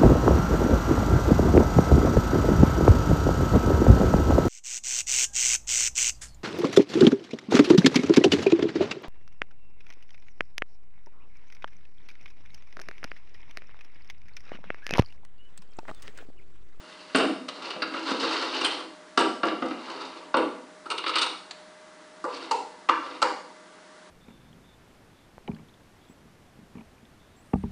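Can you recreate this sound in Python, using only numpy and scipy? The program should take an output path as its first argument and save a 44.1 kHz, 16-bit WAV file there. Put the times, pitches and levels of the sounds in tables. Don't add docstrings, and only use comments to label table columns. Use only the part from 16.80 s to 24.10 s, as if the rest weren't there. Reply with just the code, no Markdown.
import sys
import numpy as np
from scipy import signal
from scipy.fft import rfft, irfft
from scipy.io import wavfile
from scipy.ndimage import uniform_filter1d

SR = 44100
rng = np.random.default_rng(int(sys.argv[2]) if len(sys.argv) > 2 else 0)


def wav_record(signal):
    frames = np.transpose(np.atleast_2d(signal))
    bounded = np.clip(frames, -1, 1)
    quanta = np.round(bounded * 32767).astype(np.int16)
    wavfile.write(sys.argv[1], SR, quanta)


N = 321930
TIME = np.arange(N) / SR


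# [t/s, knock level/dB, thump/dB, crack/dB,
#  grit/dB, contact/s, thump f/Hz, knock f/Hz, time to fall flat/s, chatter level/dB, flat landing level/dB,
#  its thump/dB, its crack/dB]
LANDINGS = [(0.346, -13.5, -0.5, -3.5, -21, 0.0056, 308, 760, 0.052, -26.5, -18, -1.5, -4),
            (2.374, -8.5, -7, -8, -16.5, 0.0038, 358, 1560, 0.034, -28.5, -28.5, 6.5, 4),
            (2.631, -14.5, -5, -11, -31.5, 0.00478, 304, 1700, 0.05, -35.5, -30, 1, 3),
            (2.821, -20, -1, -12.5, -36, 0.0041, 295, 1060, 0.086, -42.5, -32, -2, -1.5),
            (3.541, -11.5, -8, -12.5, -49, 0.0043, 330, 616, 0.027, -68, -22.5, 3.5, -2.5)]
# [thump/dB, crack/dB, grit/dB]
CHATTER_COLOUR = (-6, -0.42, -5.5)
# [f/Hz, width/Hz, lift level/dB]
MOULD_MODES = [(448, 52, -14), (730, 69, -5.5), (1293, 226, 11.5), (1600, 140, -5), (2020, 220, -3.5),
               (2400, 82, -3), (2834, 190, 12), (3020, 80, 9.5), (3180, 73, 4), (3730, 310, 10),
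               (4370, 950, 11), (8440, 1600, 4)]
# [low f/Hz, high f/Hz]
MOULD_RANGES = [(210, 600), (600, 1750), (1650, 5700), (5000, 9400)]
# [t/s, level/dB]
CRUMBS = [(0.359, -28), (0.369, -37), (2.393, -34.5), (2.408, -34), (3.568, -39.5)]
# [t/s, level/dB, bench ring f/Hz]
BUMPS = [(0.431, -35, 350), (0.961, -42.5, 305), (1.019, -41, 296), (1.312, -33.5, 264),
         (1.432, -35.5, 310)]
# [thump/dB, crack/dB, grit/dB]
BUMP_COLOUR = (11.1, 0.92, -41)
# [t/s, knock level/dB, crack/dB, grit/dB]
SCUFFS = [(0.682, -28.5, 2.5, -7.5), (0.820, -37.5, 4.5, -7), (0.902, -32, 7, -7),
          (1.138, -24.5, -4.5, -40), (1.81, -26, 2, -6)]
# [t/s, knock level/dB, thump/dB, crack/dB, grit/dB, contact/s,
#  added ring f/Hz, its lift level/dB]
CLACKS = [(1.019, -27.5, -15, 5, -26, 0.0062, 4580, 20.5), (1.842, -32.5, -8, 12.5, 0, 0.0095, 3080, 17)]
# [f/Hz, width/Hz, lift level/dB]
CORNER_MODES = [(1290, 160, 11), (1410, 310, 12.5), (2780, 64, 15), (3700, 110, -5), (4120, 110, 15),
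                (4620, 160, 10.5), (8900, 640, 23)]
# [start t/s, length/s, rumble level/dB, rasp level/dB], both at top speed before the swell
STROKES = [(-0.1, 0.72, -56.5, -51.5), (0.712, 0.33, -48, -49.5), (1.058, 1, -36.5, -35),
           (1.785, 0.14, -50, -52), (2.785, 0.72, -45.5, -48), (4.265, 0.2, -51, -46),
           (5.475, 0.23, -42.5, -43), (6.167, 0.25, -48.5, -52.5)]
# [f/Hz, relative level/dB]
RUMBLE = [(76, -49), (130, -46), (215, -30), (264, 2), (394, -1.5), (496, -3.5), (645, -6.5), (996, 0.5),
          (1360, 2.5), (1780, -16.5), (2000, -9.5), (2600, -11.5), (4400, -120)]
# [f/Hz, relative level/dB]
RASP = [(880, -51), (1500, -1), (1780, -2), (2060, -3), (2460, -10), (2730, -5), (3370, -6.5), (4410, -4.5),
        (6450, -14), (9590, -26.5), (10400, -48), (13500, -81), (22000, -120)]
# [t/s, knock level/dB, thump/dB, crack/dB, grit/dB, contact/s]
RATTLES = [(4.056, -33, -10, -14, -24, 0.0058), (4.101, -29.5, -14, 1.5, -8, 0.0031),
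           (4.108, -25.5, -11, -2.5, -13, 0.0067), (4.178, -30, -11.5, 3.5, -9, 0.0046),
           (4.238, -29, -9, -1, -33, 0.0037), (4.262, -24, -9, -0.5, -22, 0.0051),
           (4.277, -27.5, -19, 0, -14, 0.0041), (4.291, -22.5, -18, -5, -19, 0.0041),
           (4.335, -37, -20, 10, -29, 0.0077), (4.354, -21.5, -12.5, 1.5, -12, 0.0055),
           (4.37, -23, -18, -1, -29, 0.0027), (4.382, -25.5, -27, 5, -7, 0.0047),
           (4.413, -23, -12.5, 2.5, -5, 0.0065), (4.428, -27, -27, 3.5, -8, 0.0048),
           (4.462, -26.5, -24, -12, -13, 0.0025)]
# [f/Hz, width/Hz, lift level/dB]
TOOL_MODES = [(1167, 460, 0), (1318, 75, 19.5), (2880, 120, 7), (3800, 360, 5), (4600, 680, 6.5),
              (8600, 450, 13.5)]
# [low f/Hz, high f/Hz]
TOOL_RANGES = [(290, 540), (780, 1510), (2100, 4760), (5200, 9500)]
# [f/Hz, width/Hz, lift level/dB]
BLADE_MODES = [(4250, 790, 11), (7200, 900, 5)]
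# [thump/dB, crack/dB, grit/dB]
TICK_COLOUR = (-14, 9.7, 1.2)
# [t/s, knock level/dB, thump/dB, crack/dB, grit/dB, first ring f/Hz,
#  lift level of both rings/dB, delay/s, second knock level/dB, second ring f/Hz,
#  width of the rings towards the walls/Hz, extra level towards the walls/dB]
TAPS = [(5.440, -21, -4.5, -33, -20.5, 890, -2, 0.0088, -25.5, 1150, 400, 1),
        (5.710, -14.5, -11.5, -12.5, -11.5, 862, 17, .005, -18, 912, 141, -1),
        (6.0876, -9, -15.5, -11, -23.5, 980, 21, .0045, -7, 1235, 640, -1.9),
        (6.417, -15.5, -12, -10, -11.5, 1050, 20, .007, -8, 1340, 910, -2.5)]
# [f/Hz, width/Hz, lift level/dB]
HOLLOW_MODES = [(349, 24, 10), (524, 110, 15), (880, 150, -4), (1175, 44, 4), (2060, 410, 4),
                (2760, 120, 12.5), (4380, 670, 12), (7500, 270, 3)]
# [low f/Hz, high f/Hz]
HOLLOW_RANGES = [(250, 535), (770, 1410), (1550, 3800), (3700, 10000)]
# [thump/dB, crack/dB, grit/dB]
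WALLS_COLOUR = (0, 1.2, 2.8)
# [f/Hz, peak level/dB, t60/s]
METAL = [(3710, -39, 0.97), (5270, -47, 1), (8830, -43, .35)]
# [f/Hz, relative level/dB, t60/s]
ROOM = [(153, -3.5, 0.82), (310, 2, 0.45), (660, 2, 0.47), (1310, -5, 0.52), (2560, 0.5, 0.41),
        (4700, -5.5, 0.51), (9000, -6, 0.55)]
# [f/Hz, width/Hz, lift level/dB]
ROOM_MODES = [(276, 24, -8.5), (321, 17, 0.5), (495.4, 23, 6), (950, 76, 2), (1173, 35, -3)]
# [f/Hz, relative level/dB]
AIR = [(15, -76.5), (25, -34), (146, -28), (184, -21.5), (225, -17.5), (312, -11), (530, -17.5), (601, -15),
       (735, -17), (793, -15.5), (1530, -15.5), (1820, -18), (2470, -25), (3990, -24.5), (10400, -34.5),
       (13500, -65), (22000, -120)]
# [centre f/Hz, peak level/dB before trim and waver]
HUM = [(177.6, -71), (199.2, -73.5), (301.5, -80), (619.1, -58.5), (963.6, -72.5), (1163, -71.5),
       (1766, -85), (2024, -71.5)]


def from_db(db):
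    return 10 ** (np.asarray(db) / 20)


def rms_one(x):
    return x / np.sqrt(np.mean(x ** 2) + 1e-20)


def at_hz(points, hz, axis=1):
    points = np.array(points)
    return np.interp(np.log(hz + 1e-9), np.log(points[:, 0]), points[:, axis])


def band(x, low_hz, high_hz, order=3):
    return signal.sosfilt(signal.butter(order, [low_hz, high_hz], "band", fs=SR, output="sos"), x)


def coloured(x, spectrum):
    gain = from_db(at_hz(spectrum, np.fft.rfftfreq(N, 1 / SR)))
    return rms_one(irfft(rfft(x) * gain, N))


def drift(rate_hz, size=8192):
    hz = np.fft.rfftfreq(size, N / SR / size)
    wander = rms_one(irfft(rfft(rng.standard_normal(size)) / (1 + (hz / rate_hz) ** 2), size))
    return np.interp(TIME, np.linspace(0, N / SR, size), wander)


def add(track, s, sound):
    start = round(s * SR)
    track[start:start + len(sound)] += sound


def grains(size, spread_db):
    lift_db = spread_db * np.minimum(rng.exponential(1, size), 5)
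    return rng.standard_normal(size) * from_db(lift_db)


def resonate(x, modes):
    out = x.copy()
    for hz, width_hz, lift_db in modes:
        r = np.exp(-np.pi * width_hz / SR)
        poles = [1, -2 * r * np.cos(2 * np.pi * hz / SR), r * r]
        out += from_db(lift_db) * (1 - r * r) / 2 * signal.lfilter([1, 0, -1], poles, x)
    return out


def contact(row, modes, ranges, grain_db, extra_s, slam):
    knock_db, thump_db, crack_db, grit_db, contact_s = row
    t = TIME[:SR // 5] / contact_s
    pressure = t ** 0.9 * np.exp(-t) + 1e-9
    soft_hz = np.clip(7000 * from_db((grit_db - crack_db) / 2), 1900, 12000)
    softness = signal.butter(2, soft_hz, fs=SR, output="sos")
    out = 0
    for (low_hz, high_hz), rel_db in zip(ranges, [thump_db, 0, crack_db, grit_db]):
        force = pressure * grains(len(t), grain_db)
        force[np.argmax(pressure)] += slam * np.linalg.norm(force)
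        part = band(resonate(signal.sosfilt(softness, force), modes), low_hz, high_hz)
        out = out + from_db(knock_db + rel_db) * rms_one(part)
    return out * np.sqrt((contact_s + extra_s) * SR / len(t))


def set_down(level_db, grain_db, extra_s, slam, count=3):
    flat_grit_db, flat_s, chatter_s = -27, 0.00487, 0.0036
    hurry = 0.82
    out = np.zeros(N)
    for s, *edge, thump_hz, knock_hz, fall_s, chatter_db, flat_db, flat_thump_db, flat_crack_db in LANDINGS:
        modes = MOULD_MODES + [(thump_hz, 125, 5), (knock_hz, 210, -5)]
        flat = (flat_db, flat_thump_db, flat_crack_db, flat_grit_db, flat_s)
        touches = [(s, edge), (s + fall_s, flat)]
        for k in range(1, count):
            chatter_at_s = s + fall_s * (k / count) ** hurry
            touches.append((chatter_at_s, (chatter_db, *CHATTER_COLOUR, chatter_s)))
        for at_s, row in touches:
            add(out, at_s, contact(row, modes, MOULD_RANGES, grain_db, extra_s, slam))
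    return from_db(level_db) * out


def crunch(grain_db):
    peak_s = 0.0013
    out, t = np.zeros(N), TIME[:SR // 20] / peak_s
    for s, level_db in CRUMBS:
        spit = rms_one(band(resonate(grains(len(t), grain_db), MOULD_MODES), 7040, 9200))
        add(out, s, from_db(level_db) * spit * t * np.exp(1 - t))
    return out


def bump(grain_db, extra_s, slam):
    contact_s, bench_width_hz, bench_lift_db = 0.00367, 41, 12
    out = np.zeros(N)
    for s, level_db, ring_hz in BUMPS:
        modes = MOULD_MODES + [(ring_hz, bench_width_hz, bench_lift_db)]
        row = (level_db, *BUMP_COLOUR, contact_s)
        add(out, s, contact(row, modes, MOULD_RANGES, grain_db, extra_s, slam))
    return out


def scuff(level_db, grain_db, extra_s, slam):
    contact_s, thump_db = 0.0055, -4.5
    out = np.zeros(N)
    for s, knock_db, crack_db, grit_db in SCUFFS:
        row = (knock_db, thump_db, crack_db, grit_db, contact_s)
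        add(out, s, contact(row, MOULD_MODES, MOULD_RANGES, grain_db, extra_s, slam))
    return from_db(level_db) * out


def clack(grain_db, extra_s, slam):
    ring_width_hz = 380
    out = np.zeros(N)
    for s, *row, ring_hz, ring_db in CLACKS:
        modes = CORNER_MODES + [(ring_hz, ring_width_hz, ring_db)]
        add(out, s, contact(row, modes, MOULD_RANGES, grain_db, extra_s, slam))
    return out


def slips():
    slips_per_s = 75 * np.exp(0.45 * drift(60))
    progress = np.cumsum(slips_per_s) / SR % 1
    return from_db(-1.5 * progress)


def rubbed(force):
    ring_db, wander_db = -4, 4
    out = force
    for mode in MOULD_MODES:
        ring = resonate(force, [mode]) - force
        out = out + from_db(ring_db + wander_db * drift(26)) * ring
    return rms_one(out)


def shifting(x, patchy_db, rate_hz, count=9):
    log_hz = np.log(np.fft.rfftfreq(N, 1 / SR) + 1)
    place = np.interp(log_hz, np.log([250, 6000]), [0, count - 1])
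    spectrum = rfft(x)
    out = 0
    for k in range(count):
        part = irfft(spectrum * np.maximum(1 - np.abs(place - k), 0), N)
        out = out + part * from_db(patchy_db * drift(rate_hz))
    return rms_one(out)


def drag(swell_db, patchy_db, grain_db):
    rumble_lead = 0.96
    rumble_follows, rasp_follows = 0.53, 0.76
    rumble_gain, rasp_gain = np.zeros((2, N))
    for s, length_s, rumble_db, rasp_db in STROKES:
        progress = np.clip((TIME - s) / length_s, 0, 1)
        rumble_speed = np.abs(np.sin(np.pi * progress ** rumble_lead))
        rasp_speed = np.abs(np.sin(np.pi * progress))
        rumble_gain += from_db(rumble_db) * rumble_speed ** rumble_follows
        rasp_gain += from_db(rasp_db) * rasp_speed ** rasp_follows
    judder = slips()
    rumble = shifting(coloured(judder * grains(N, grain_db), RUMBLE), patchy_db, rate_hz=18)
    rasp = shifting(rubbed(coloured(judder * grains(N, grain_db), RASP)), patchy_db, rate_hz=93)
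    return from_db(swell_db * drift(16.0)) * (rumble_gain * rumble + rasp_gain * rasp)


def rattle(level_db, grain_db, extra_s, slam):
    detune, vary_db = 0.011, 2.5
    out = np.zeros(N)
    for s, *row in RATTLES:
        modes = []
        for hz, width_hz, lift_db in TOOL_MODES:
            modes.append((hz * (1 + detune * rng.normal()), width_hz, lift_db + vary_db * rng.normal()))
        add(out, s, contact(row, modes, TOOL_RANGES, grain_db, extra_s, slam))
    return from_db(level_db) * out


def tool_tick(extra_s):
    at_s, knock_db, contact_s = 4.708, -43.5, 0.0034
    out = np.zeros(N)
    row = (knock_db, *TICK_COLOUR, contact_s)
    add(out, at_s, contact(row, BLADE_MODES, MOULD_RANGES, grain_db=1.5, extra_s=extra_s, slam=0.56))
    return out


def taps(near_db, walls_db):
    contact_s, near_width_hz = 0.002835, 90
    near, walls = np.zeros((2, N))
    for s, first_db, *colour, first_hz, ring_db, delay_s, second_db, second_hz, wide_hz, send_db in TAPS:
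        walls_colour = np.add(colour, WALLS_COLOUR)
        paths = [(near, near_width_hz, near_db, colour), (walls, wide_hz, walls_db + send_db, walls_colour)]
        for at_s, knock_db, hz in [(s, first_db, first_hz), (s + delay_s, second_db, second_hz)]:
            for track, width_hz, level_db, path_colour in paths:
                modes = HOLLOW_MODES + [(hz, width_hz, ring_db)]
                row = (knock_db + level_db, *path_colour, contact_s)
                tap = contact(row, modes, HOLLOW_RANGES, grain_db=3.0, extra_s=0.0016, slam=0.36)
                add(track, at_s, tap)
    return near, walls


def jolted_metal():
    jolt_at_s = 0.352
    out, t = np.zeros(N), TIME[:SR]
    for hz, level_db, t60 in METAL:
        decay = np.exp(-np.log(1000) * t / t60)
        add(out, jolt_at_s, from_db(level_db) * decay * np.sin(2 * np.pi * hz * t))
    return out


def low_noise(drive, level_db, boom_db):
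    low = rms_one(band(rng.standard_normal(N), 18, 170, order=2))
    boom = rms_one(band(rng.standard_normal(N), 176.6, 197.5))
    keep = np.exp(-1 / (0.024 * SR))
    level = np.sqrt(signal.lfilter([1 - keep], [1, -keep], drive ** 2))
    return level * (from_db(level_db) * low + from_db(boom_db) * boom)


def workshop(x, first_echo_s, build_s):
    t = TIME[:SR]
    onset = 1 - np.exp(-np.maximum(t - first_echo_s, 0) / build_s)
    edges = np.geomspace(60, 18000, 13)
    response = 0
    for low_hz, high_hz in zip(edges, edges[1:]):
        t60 = at_hz(ROOM, np.sqrt(low_hz * high_hz), axis=2)
        decay = np.exp(-np.log(1000) * t / t60)
        response = response + band(rng.standard_normal(SR), low_hz, high_hz, order=2) * onset * decay
    spectrum = rfft(response)
    power = uniform_filter1d(np.abs(spectrum) ** 2, size=32)
    even = spectrum / np.sqrt(power + 1e-3 * power.mean())
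    response = irfft(even * from_db(at_hz(ROOM, np.fft.rfftfreq(SR, 1 / SR))), SR)
    return signal.fftconvolve(x, response[t < 0.8])[:N]


def background(air_db, hum_db, waver_db, wander_hz):
    out = from_db(air_db) * coloured(rng.standard_normal(N), AIR)
    for hz, line_db in HUM:
        phase = 2 * np.pi * np.cumsum(hz + wander_hz * drift(7.02)) / SR
        out = out + from_db(line_db + hum_db + waver_db * drift(2.3)) * np.sin(phase)
    return out


def scene():
    knocks = set_down(level_db=-4.0, grain_db=4.0, extra_s=0.0016, slam=0.35) + crunch(grain_db=3.5)
    bumps = bump(grain_db=4.0, extra_s=0.00059, slam=0.54)
    scuffs = scuff(level_db=-6.5, grain_db=5.5, extra_s=0.0027, slam=0.053)
    scuffs = scuffs + clack(grain_db=0.5, extra_s=0.00055, slam=0.23)
    drags = drag(swell_db=3.0, patchy_db=2.5, grain_db=3.0)
    clatter = rattle(level_db=-2.0, grain_db=1.5, extra_s=0.0032, slam=0.085)
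    tick = tool_tick(extra_s=0.0021)
    tool, tool_to_walls = taps(near_db=-4.0, walls_db=-4.0)

    sent = from_db(2.0) * knocks + from_db(-1.5) * (scuffs + bumps) + tool_to_walls + drags
    sent = sent + from_db(-1.0) * clatter + from_db(-3.5) * tick
    echo = resonate(workshop(sent, first_echo_s=0.0063, build_s=0.00023), ROOM_MODES)

    drive = knocks + from_db(4) * bumps + from_db(-7) * tool + from_db(-18) * drags + from_db(-12) * echo
    low = low_noise(drive, level_db=-38, boom_db=-41.0)
    floor = background(air_db=-52, hum_db=5.5, waver_db=1.5, wander_hz=2.815)
    direct = knocks + bumps + scuffs + drags + clatter + tick + tool + jolted_metal()
    return (direct + echo + low + floor)[None]


def record(dry):
    ceiling, cutoff_hz = 0.6, 10250
    rounded = ceiling * np.tanh(dry / ceiling)
    steep_cut = signal.ellip(10, 0.2, 74, cutoff_hz, fs=SR, output="sos")
    return signal.sosfilt(steep_cut, rounded)


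dry = scene()
out = record(dry)
wav_record(out)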